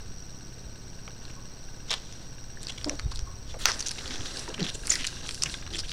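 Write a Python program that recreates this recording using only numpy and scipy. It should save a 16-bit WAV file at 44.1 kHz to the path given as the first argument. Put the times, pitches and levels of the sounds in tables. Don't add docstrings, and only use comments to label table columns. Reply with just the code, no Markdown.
import sys
import numpy as np
from scipy import signal
from scipy.fft import rfft, irfft
from scipy.io import wavfile
from scipy.ndimage import uniform_filter1d

SR = 44100
rng = np.random.default_rng(int(sys.argv[2]) if len(sys.argv) > 2 else 0)


def boost(x):
    u = np.asarray(x, float) / 20
    return 10 ** u


def dump_mix(stems):
    frames = np.atleast_2d(stems).T
    limited = np.clip(frames, -1, 1)
    pcm = np.round(limited * 32767).astype(np.int16)
    wavfile.write(sys.argv[1], SR, pcm)


N = 261072

# frequency in Hz, level in dB.
DESK_TONE = [(150, -3), (280, 8.5), (550, 4), (900, 1), (1500, 3), (2100, 5.5), (2700, -3), (4000, -35)]
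FIZZ_DB_PER_OCTAVE = 8


def evened(x):
    return x / np.sqrt(np.mean(x ** 2) + 1e-20)


def add(mix, s, sound):
    part = mix[round(s * SR):][:len(sound)]
    part += sound[:len(part)]


def coloured(x, points):
    hz, db = np.transpose(points)
    f = np.fft.rfftfreq(len(x), 1 / SR)
    gain = boost(np.interp(np.log(f + 1), np.log(hz + 1), db))
    return irfft(rfft(x) * gain, len(x))


def resonate(x, hz, width):
    turn = np.exp(2j * np.pi * np.cumsum(hz * np.ones(len(x))) / SR)
    r = np.exp(-np.pi * width / SR)
    return 2 * (turn * signal.lfilter([1 - r], [1, -r], x / turn)).real


def rubbing():
    # time in seconds, pressure in dB, speed from 0 to 1, palm share in dB.
    rubs = [
        [(3.586, -41, 0.7, -1), (3.63, -35.5, 0.4, -7), (3.72, -36.5, 0.3, -4), (3.78, -43, 0.52, -0.5),
         (3.934, -45, 0.53, -4), (4.07, -37, 0.23, -5), (4.2, -39.5, 0.1, -2), (4.386, -38, 0.58, -5),
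         (4.6, -54, 0.4, 6.5)],
        [(4.6, -39.5, .05, 6), (4.73, -46.5, 0.53, -6.5), (4.82, -47.5, 0.68, 0), (4.926, -39.5, 1, -0.5),
         (5.02, -42.5, 0.58, -3.5), (5.1, -40, 0.52, -8.5), (5.22, -43.5, 0.23, -4)],
        [(5.22, -43, 0.2, 0), (5.286, -40, 0.57, -10), (5.338, -43, 0.86, -16), (5.42, -44, 0.52, -5),
         (5.46, -47.5, 0.55, 7), (5.52, -37, 0.58, -10), (5.59, -46, 0.43, -5), (5.7, -54, 0, 5)],
    ]
    # start in seconds, length in seconds, pressure in dB,
    # speed from 0 to 1, palm share in dB.
    brushes = [(1.21, .14, -56, 0.1, 0), (1.878, .11, -42.5, .1, -7), (1.989, 0.28, -52.5, .3, -5),
               (2.602, .24, -51, .35, -1.5), (2.871, 0.093, -49, .35, -5), (3.098, .12, -55, 0.3, -3),
               (3.467, 0.082, -49, 0.1, -12), (5.7, 0.21, -47, .45, -7)]
    # start in seconds, length in seconds, first pitch in Hz, last pitch in Hz, level in dB.
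    squeaks = [(2.571, 0.0053, 1710, 1750, -40.5), (3.008, 0.067, 3700, 3730, -56.5),
               (4.476, 0.02, 944, 950, -41), (4.593, 0.057, 221, 141, -28.5),
               (4.901, .008, 6750, 7300, -14), (4.895, .009, 6200, 6950, -25), (2.864, .04, 290, 288, -30),
               (2.893, .075, 290, 290, -40.5), (5.537, 0.019, 1580, 1560, -42)]
    groans = [(2.857, 0.025, 290, 290, -35), (4.908, .014, 2050, 1950, -33), (4.936, .009, 2000, 2000, -34),
              (4.956, .008, 1900, 2050, -33), (3.116, 0.0091, 1130, 1150, -40),
              (4.997, 0.028, 282, 250, -42.5), (3.54, 0.01, 760, 460, -41.5), (4.584, .018, 234, 230, -35),
              (4.645, 0.039, 180, 168, -40), (3.538, .038, 620, 500, -42), (4.08, 0.053, 270, 250, -45)]
    rasps = [(1.076, 0.024, 800, 700, -51), (2.859, 0.035, 560, 430, -35.5),
             (3.588, 0.067, 13500, 13500, -59), (3.6555, .0025, 14600, 14500, -25),
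             (3.659, .03, 1500, 1550, -32.5), (3.684, .034, 1500, 1050, -32), (4.472, 0.054, 414, 363, -41),
             (4.744, 0.028, 347, 330, -43), (4.909, .081, 2066, 1900, -44), (4.33, .1, 456, 400, -50)]
    thuds = [(4.585, .075, 330, 280, -38), (2.895, .06, 650, 400, -42), (3.657, .06, 450, 400, -44),
             (1.905, .04, 500, 450, -45), (5.7, .12, 330, 300, -46), (4.895, .07, 12500, 12000, -55),
             (1.907, .009, 3300, 3450, -31)]
    # time in seconds, peak in dB, ring in Hz.
    thumps = [(3.542, -36, 700), (4.478, -34, 900), (5.625, -36, 2500)]
    # start in seconds, peak in dB, pitch in Hz, cycles.
    bumps = [(0.642, -37.5, 60, 2.2), (3.036, -26, 47.3, 1.14), (3.057, -18.5, 71.6, .8),
             (3.076, -30, 44.8, 1.4), (3.14, -28.5, 28.4, 0.96), (3.177, -27, 29.5, 0.74),
             (3.222, -23.5, 37.6, 0.95), (4.189, -31.5, 94, 2.5), (4.769, -34.5, 35, 2),
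             (5.44, -38, 149, 6.5)]
    # start in seconds, peak in dB, pitch in Hz, length in seconds (it fades by 12
    # dB over that time).
    pings = [(1.362, -50.5, 1086, .11), (3.262, -47.5, 1092, .11)]
    hand = np.zeros(N)
    for rows in rubs:
        add(hand, *stroke(rows))
    for s, length, *how in brushes:
        add(hand, *stroke([(s, *how), (s + length, *how)]))
    for table, rough in ((squeaks, .22), (groans, .54), (rasps, .86), (thuds, .86)):
        for row in table:
            add(hand, *groan(*row, rough))
    for row in thumps:
        add(hand, *tap(*row, low_db=10.5, bright_db=-30, length=.0075))
    for row in bumps:
        add(hand, *bump(*row))
    for row in pings:
        add(hand, *ping(*row))
    return hand


def stroke(rows):
    # start in seconds,
    # length in seconds, band in Hz, width in Hz, change in dB.
    arches = [(4.005, .11, 3000, 800, -9), (4.16, .055, 3000, 800, -8), (4.21, .2, 2300, 350, -5),
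              (5.345, .08, 2800, 1300, -6), (5.808, .032, 4500, 5000, -8), (4.75, .09, 2500, 1500, -5)]
    shadow_hz, shadow_width_hz, shadow_depth_db = 2240, 310, -5.5
    patchy_db, catchy_db = 1.5, 2.2
    s, *columns = np.transpose(rows)
    t = np.arange(s[0], s[-1], 1 / SR)
    nail_db, speed, palm_db = (np.interp(t, s, c) for c in columns)
    hz = 3300 + (4700 - 3300) * speed
    fizz_db = -22 + (2.3 + 22) * speed
    rub = contact(len(t), hz, 0.24, palm_db, fizz_db, grit=.28)
    z = signal.stft(rub, nperseg=256, noverlap=192)[2]
    bin_hz = np.fft.rfftfreq(256, 1 / SR)[:, None]
    bin_s = s[0] + np.arange(z.shape[1]) * 64 / SR
    shadow_db = shadow_depth_db * np.exp(-((bin_hz - shadow_hz) / shadow_width_hz) ** 2)
    for start, length, band_hz, band_width_hz, db in arches:
        along = np.clip((bin_s - start) / length, 0, 1)
        across = np.exp(-((bin_hz - band_hz) / band_width_hz) ** 2)
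        shadow_db = shadow_db + db * across * np.sqrt(abs(np.sin(np.pi * along)))

    def drift(bins, steps):
        rough = rng.standard_normal(z.shape)
        return evened(uniform_filter1d(uniform_filter1d(rough, size=bins, axis=0), size=steps, axis=1))

    gain_db = shadow_db + patchy_db * drift(4, 40) + catchy_db * drift(22, 2)
    sound = signal.istft(z * boost(gain_db), nperseg=256, noverlap=192)[1][:len(t)]
    ends = np.minimum(1, np.minimum(t - s[0], s[-1] - t) / 0.0052)
    return s[0], boost(nail_db - 5.0) * sound * ends


def groan(s, length, first_hz, last_hz, db, rough):
    t = np.linspace(0, 1, round(length * SR))
    hz = first_hz + (last_hz - first_hz) * t
    wobble = evened(uniform_filter1d(uniform_filter1d(rng.standard_normal(len(t)), size=90), size=60))
    turns = 2 * np.pi * np.cumsum(hz * (1 + 0.062 * rough * wobble)) / SR
    overtone = 0.45 * (first_hz < 1000) * (1 - t) ** 2 * np.sin(2 * turns + 1)
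    tone = np.sin(turns) + overtone
    width = rough * first_hz
    smear = resonate(resonate(rng.standard_normal(len(t)), hz, .6 * width), hz, 0.8 * width)
    sound = evened((1 - rough) * evened(tone) + rough * evened(smear))
    return s, boost(db) * sound * signal.windows.tukey(len(t), 1 - .5 * rough)


def bump(s, db, hz, cycles):
    t = np.arange(round(cycles / hz * SR)) / SR
    return s, boost(db) * np.sin(2 * np.pi * hz * t) * np.hanning(len(t)) ** 0.39


def ping(s, db, hz, fade_s):
    t = np.arange(round(fade_s * SR)) / SR
    buzz = evened(resonate(rng.standard_normal(len(t)), hz, 90))
    rattle = evened(np.sin(2 * np.pi * hz * t) + .8 * buzz)
    return s, boost(db - 3 - 60 * t / (5 * fade_s)) * rattle * signal.windows.tukey(len(t), .12)


def touches():
    # time in seconds, peak in dB, ring in Hz,
    # weight on the desk in dB, dryness in dB.
    clicks = [(1.9151, -14, 4000, -7, -7), (1.9398, -13, 4200, -8, -2), (2.6311, -23.5, 7400, -25, 2),
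              (2.7223, -31, 3420, -18, 0), (2.9957, -17.5, 4340, -0.5, 0), (3.1588, -23, 4480, -25, 0),
              (3.1735, -28, 4100, -17, -6), (3.1922, -22, 5500, -16.5, -5), (3.6864, -14.5, 5740, -1, -10),
              (3.8847, -14.5, 6230, -24, 0), (3.9149, -19.5, 4720, -11, 0), (4.58, -27, 2220, 7, 0),
              (4.6663, -19, 3500, -13, -5), (4.7013, -21, 3800, -30, -2), (4.8712, -15.5, 7600, -18, 4),
              (4.9556, -13, 5000, -16, -2), (5.0507, -13.5, 2900, -5, 2), (5.0683, -15, 6300, -26, 0),
              (5.3099, -19.5, 4800, -12, -5), (5.3457, -21, 5900, -25, -1), (5.4228, -12, 5040, -16, -5),
              (4.3938, -25, 5900, -18, 0), (3.656, -1, 5700, -10, -13), (4.8953, -21, 5500, -7, 6),
              (4.9018, -19, 5500, -20, -3), (4.918, -14, 5000, -8, 0), (5.0215, -26, 5000, -10, -3),
              (5.0335, -25, 3500, -14, -5), (5.0805, -26, 4600, -16, -3), (5.737, -24, 4000, -10, -3),
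              (5.757, -21, 3400, -6, -2), (5.786, -23, 5200, -19, -6), (5.791, -21, 4980, -9, -5),
              (3.9755, -30, 5000, -14, 0), (4.3615, -30, 6500, -22, 0)]
    taps = [(1.253, -32, 4120, -14, 0), (1.8969, -25, 3600, -18, -8), (1.9228, -17.5, 3420, -9, -3),
            (1.9356, -28, 3470, -6, 0), (2.1249, -35, 6160, -20, 3), (2.6697, -22, 4800, -25, 2),
            (2.7825, -26.5, 3490, -16, 0), (2.8443, -16, 5000, -9, 5), (2.8955, -14, 5980, -11, 4),
            (2.9915, -30, 4200, -14, 0), (3.6572, -7, 4300, -6, -6), (3.7175, -16, 5300, -14, 0),
            (3.8262, -22.5, 4460, -14, 0), (3.8924, -21, 4900, -22, 0), (4.6051, -21, 4300, -16, -6),
            (4.6287, -18.5, 4200, -14, -12), (5.0443, -18.5, 3250, -3, 11), (5.0722, -15, 4300, -22, 6),
            (5.2719, -29, 6200, -14, 3), (5.2908, -18, 3300, -13, 12), (5.4354, -7, 5900, -15, 8),
            (5.4929, -29, 5800, -3, 12), (5.665, -28, 3000, -12, 0), (5.6759, -30, 4110, -6, 0),
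            (5.9165, -25, 3200, -9, -2), (1.0784, -29, 3100, -3, -3), (5.0095, -25, 3000, -9, 3),
            (5.497, -25, 4300, -8, 0), (5.264, -29, 3500, -14, -5), (5.353, -29, 4800, -20, -5),
            (4.8775, -26, 2200, -6, 3), (4.0775, -26, 4470, -20, -3), (4.14, -29, 5410, -18, 3),
            (5.705, -34, 4200, -12, -3), (5.894, -25, 4300, -12, 0), (3.6995, -19, 4500, -6, 0)]
    dabs = [(1.9068, -18, 5320, -11, 0), (1.929, -19, 3700, -12, 0), (2.1399, -40, 5750, -9, 0),
            (2.8122, -34, 3290, -13, 0), (3.6664, -19, 5170, -6, -4), (3.9098, -23, 5200, -18, 0),
            (4.9205, -17, 5900, -14, 0), (5.4588, -19, 2610, -11, 5), (5.5405, -22.5, 3600, -7, -8),
            (5.729, -30, 4800, -13, 0), (5.747, -23, 3400, -14, 3), (4.3712, -22.5, 4500, -15, 6)]
    # time in seconds, peak in dB.
    frame_ticks = [(4.0076, -32), (4.0576, -28), (4.1076, -25), (4.1576, -25), (4.2076, -28), (4.2576, -29)]
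    # start in seconds, length in seconds, level in dB, resonance in Hz.
    scuffs = [(1.296, .014, -49, 2300), (1.901, 0.022, -30, 3430), (1.921, 0.03, -35, 3500),
              (2.678, 0.016, -39, 3950), (2.691, 0.019, -34.5, 3420), (2.776, 0.008, -41.5, 3400),
              (3.109, .022, -39.5, 4400), (3.148, .008, -50, 4750), (3.659, 0.062, -30, 5300),
              (3.728, .03, -40, 5300), (3.79, 0.011, -32.5, 5850), (3.802, 0.012, -28, 5900),
              (3.859, 0.023, -29.5, 5960), (3.98, .018, -36, 3350), (4.25, .028, -39, 4200),
              (4.484, .014, -41, 5400), (4.539, 0.011, -35.5, 3300), (4.591, .012, -37, 3000),
              (4.634, .03, -35, 3530), (4.667, 0.017, -40, 3440), (4.682, 0.021, -33, 3650),
              (4.74, 0.022, -37.5, 7140), (4.853, 0.01, -39, 5500), (4.897, 0.062, -28, 5800),
              (4.956, .008, -33, 4500), (4.975, 0.065, -36.5, 2820), (5.041, 0.008, -34, 2400),
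              (5.418, 0.019, -34, 5740), (5.457, 0.02, -38.5, 2480), (5.728, 0.04, -39, 3200),
              (5.777, 0.04, -32, 5040), (5.9, 0.024, -38.5, 4500), (5.75, .028, -43, 7500),
              (5.764, .013, -38, 4000), (5.835, .03, -43, 3000), (5.878, .025, -41, 4500),
              (2.62, .005, -47, 7500), (2.635, .004, -42, 4200), (2.65, .004, -46, 5000),
              (2.684, .005, -41, 6500), (2.828, .004, -50, 8000), (2.884, .005, -44, 7500),
              (2.953, .004, -49, 7000), (3.145, .014, -53, 8000), (3.485, .045, -47, 3600),
              (3.605, .03, -42, 3400), (2.852, .008, -45, 7000), (4.1, .08, -44, 6000)]
    light = np.zeros(N)
    echoed_ticks = []
    for s, db in frame_ticks:
        for late_s, softer_db in ((0, 0), (0.0105, -8)):
            echoed_ticks.append((s + late_s, db + softer_db, 3400, -8, 0))
    kinds = ((clicks, -9.5, .001), (taps, -19.5, .0029), (dabs, -19, .0075), (echoed_ticks, -27, .005))
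    for table, fizz_db, length in kinds:
        for s, db, hz, low_db, dry_db in table:
            bright_db = dry_db + fizz_db + FIZZ_DB_PER_OCTAVE * np.log2(hz / 4000)
            add(light, *tap(s, db, hz, low_db, bright_db, length))
    for row in scuffs:
        add(light, *scuff(*row))
    return coloured(light, [(100, 0), (10500, 0), (12500, -5), (16000, -6)])


def tap(s, db, hz, low_db, bright_db, length):
    # frequency in Hz, level in dB.
    knock_tone = [(200, -20), (450, -4), (800, 0), (1250, 6), (1600, 3), (2100, 5.5), (2700, -3),
                  (4000, -35)]
    t = np.arange(1200) / SR
    fall = boost(-25 * t / length) + boost(-29 - 25 * t / .016)
    rise_s = .0005 + .25 * length
    rise = np.sin(np.pi / 2 * np.minimum(t / rise_s, 1)) ** 2
    touch = contact(len(t), hz, 0.9, low_db + 2.5, bright_db - 2.5, grit=0, desk_tone=knock_tone)
    sound = (touch + 0.8 * np.sin(2 * np.pi * hz * t)) * fall * rise
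    return s - rise_s / 2, boost(db + 0.62) * sound / abs(sound).max()


def scuff(s, length, db, hz):
    size = round(length * SR)
    octaves = np.log2(hz / 4000)
    low_db = -12.5 - 10.5 * octaves
    bright_db = -16.5 + FIZZ_DB_PER_OCTAVE * octaves
    sag = boost(db - 80 * np.arange(size) / SR)
    slide = contact(size, hz, 0.81, low_db, bright_db, grit=0.25)
    return s, sag * slide * signal.windows.tukey(size, .6)


def contact(length, hz, ring, low_db, bright_db, grit=.3, desk_tone=DESK_TONE):
    # frequency in Hz, level in dB.
    nail_tone = [(1500, -65), (2500, 1), (3500, 6), (4700, 8), (5700, 10), (6500, 5), (7600, -5),
                 (10000, -48)]
    fizz_tone = [(5500, -38), (7300, 6), (9000, 8), (11000, -3.5), (12500, -17), (15500, -33), (16200, -50)]
    pad = length + 1500
    grain_size = boost(4.0 * np.minimum(rng.exponential(1, pad), 3))
    grains = rng.standard_normal(pad) * grain_size * (rng.random(pad) < 1800 / SR)
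    drive = (1 - grit) * rng.standard_normal(pad) + grit * evened(grains)
    nail, desk, fizz = (evened(coloured(drive, c))[-length:] for c in (nail_tone, desk_tone, fizz_tone))
    drive = drive[-length:]
    spot = evened(resonate(resonate(drive, hz, 1800), hz, 1800))
    wander = evened(uniform_filter1d(rng.standard_normal(pad), size=500))[-length:]
    drifting = hz * (1 + .06 * wander)
    whistle = evened(resonate(resonate(drive, drifting, 500), drifting, 1000))
    skin = evened(nail + ring * (spot + .6 * whistle))
    return skin + boost(low_db) * desk + boost(bright_db) * fizz


def fan():
    # frequency in Hz, width in Hz, level in dB.
    port = [
        (5720, 160, -53.5),
        (4630, 90, -65.5),
        (6040, 830, -66.5),
        (1560, 230, -93),
    ]
    fan_hz = 97.4
    unsteady = evened(uniform_filter1d(rng.standard_normal(N), 9000))
    turns = np.arange(N) * fan_hz / SR + 0.27 + 0.014 * unsteady
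    tick_size = boost(4.5 * np.clip(rng.standard_normal(N), -3, 2))
    ticks = (np.diff(np.floor(turns), prepend=0) > 0) * tick_size
    puffs = (0.21 + np.exp(-(turns % 1) / 0.27)) * rng.standard_normal(N)
    drive = 0.78 * evened(ticks) + evened(puffs)
    return sum(boost(db) * evened(resonate(resonate(drive, hz, w), hz, 4.0 * w)) for hz, w, db in port)


def camera():
    # first frame in seconds, frames a second, tick level in dB.
    cycles = [(.0015, 17.217, -46), (1.1051, 17.217, -44), (2.5571, 17.217, -48), (3.708, 20.0, -38),
              (4.418, 24.0, -38)]
    # frequencies in Hz, then levels in dB.
    leak_hz = [3816.1, 4183.9, 7999.9, 8367.8]
    leak_db = [-67.5, -62, -67, -68]
    # frequency in Hz, level in dB, 60 dB decay in seconds.
    tick_rings = [(1610, -2, 0.026), (2780, -0.5, 0.015), (3700, -1, 0.0096)]
    readout_s, step_lead_s, step_db = .028, .004, -35
    t = np.arange(N) / SR
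    cycles = np.array(cycles)
    current = np.maximum(np.searchsorted(cycles[:, 0], t) - 1, 0)
    first, rate, tick_db = cycles[current].T
    age = ((t - first) * rate % 1) / rate
    reading = age < readout_s
    tones = sum(boost(db + 3.5) * np.sin(2 * np.pi * (hz * t + rng.random())) for hz, db in zip(leak_hz, leak_db))
    loaded = uniform_filter1d(1. * (reading | (age > 1 / rate - step_lead_s)), 50)
    steps = signal.lfilter([1, -1], [1, -np.exp(-1 / (0.0042 * SR))], loaded)
    uneven_db = np.clip(3.5 * rng.standard_normal(N), -9, 5)
    starts = (np.diff(age, prepend=0) < 0) * boost(tick_db + uneven_db)
    u = np.arange(2000) / SR
    tick = sum(boost(db - 60 * u / fade_s) * np.sin(2 * np.pi * hz * u) for hz, db, fade_s in tick_rings)
    tick = tick * (1 - np.exp(-u / 0.00096))
    return reading * tones + boost(step_db) * steps + signal.oaconvolve(starts, tick)[:N]


def air():
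    # frequency in Hz, level in dB.
    hiss_tone = [(8.8, -12), (15, 7.5), (59, -18.5), (124, -11), (1410, -28.5), (1540, -28.5),
                 (2250, -31.5), (4290, -32.5), (4960, -31.5), (5750, -20.5), (6850, -45.5), (8170, -35),
                 (9180, -47), (15100, -47), (16500, -70)]
    # frequency in Hz, level in dB.
    hum_lines = [(120.1, -53.5), (172, -66), (1500.9, -67.5)]
    t = np.arange(N) / SR
    hiss = boost(-45.5) * evened(coloured(rng.standard_normal(N), hiss_tone))
    low_tone = [(5, 5.5), (18, -5), (30, -0.5), (55, -5), (100, -9.0), (200, -67)]
    low = evened(coloured(rng.standard_normal(N), low_tone))
    hum = sum(boost(db + 2.5) * np.sin(2 * np.pi * (hz * t + rng.random())) for hz, db in hum_lines)
    return hiss + hum + boost(-5.5 + rumble_db()) * low


def rumble_db():
    # start in seconds, length in seconds, extra rumble in dB.
    leans = [(0, 0.13, 11.5), (2.7, 1.14, 13), (4.01, 0.33, 12), (4.6, 1.12, 8), (5.645, 0.23, 13)]
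    level_db = np.full(N, -47.0)
    for s, length, db in leans:
        add(level_db, s, db * signal.windows.tukey(round(length * SR), 0.24))
    return level_db


def scene():
    fingertips_from_s = 4.79
    hand, light = rubbing(), touches()
    firm, fingertips = (signal.sosfilt(signal.butter(3, hz, "highpass", fs=SR, output="sos"), light)
                   for hz in (450, 1300))
    hand += np.where(np.arange(N) < fingertips_from_s * SR, firm, fingertips)
    t = np.arange(9000) / SR
    tail = rng.standard_normal(len(t)) * boost(-60 * t / .3) * (t > .003)
    echoed = coloured(hand, [(150, -21), (500, 5), (6000, -1), (12000, -16)])
    room = signal.oaconvolve(echoed, tail / np.linalg.norm(tail))
    return (hand + boost(-15.0) * room[:N] + air() + camera() + fan())[None]


def roll_off(x):
    return signal.sosfilt(signal.butter(12, 17300, fs=SR, output="sos"), x)


def record(dry):
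    held = 1.1 * np.tanh(dry / 1.1)
    edge = signal.firwin(255, 16150, window=("kaiser", 6), fs=SR)
    limited = signal.oaconvolve(held, edge[None], "same")
    return roll_off(limited + .0055)


dry = scene()
out = record(dry)
dump_mix(out)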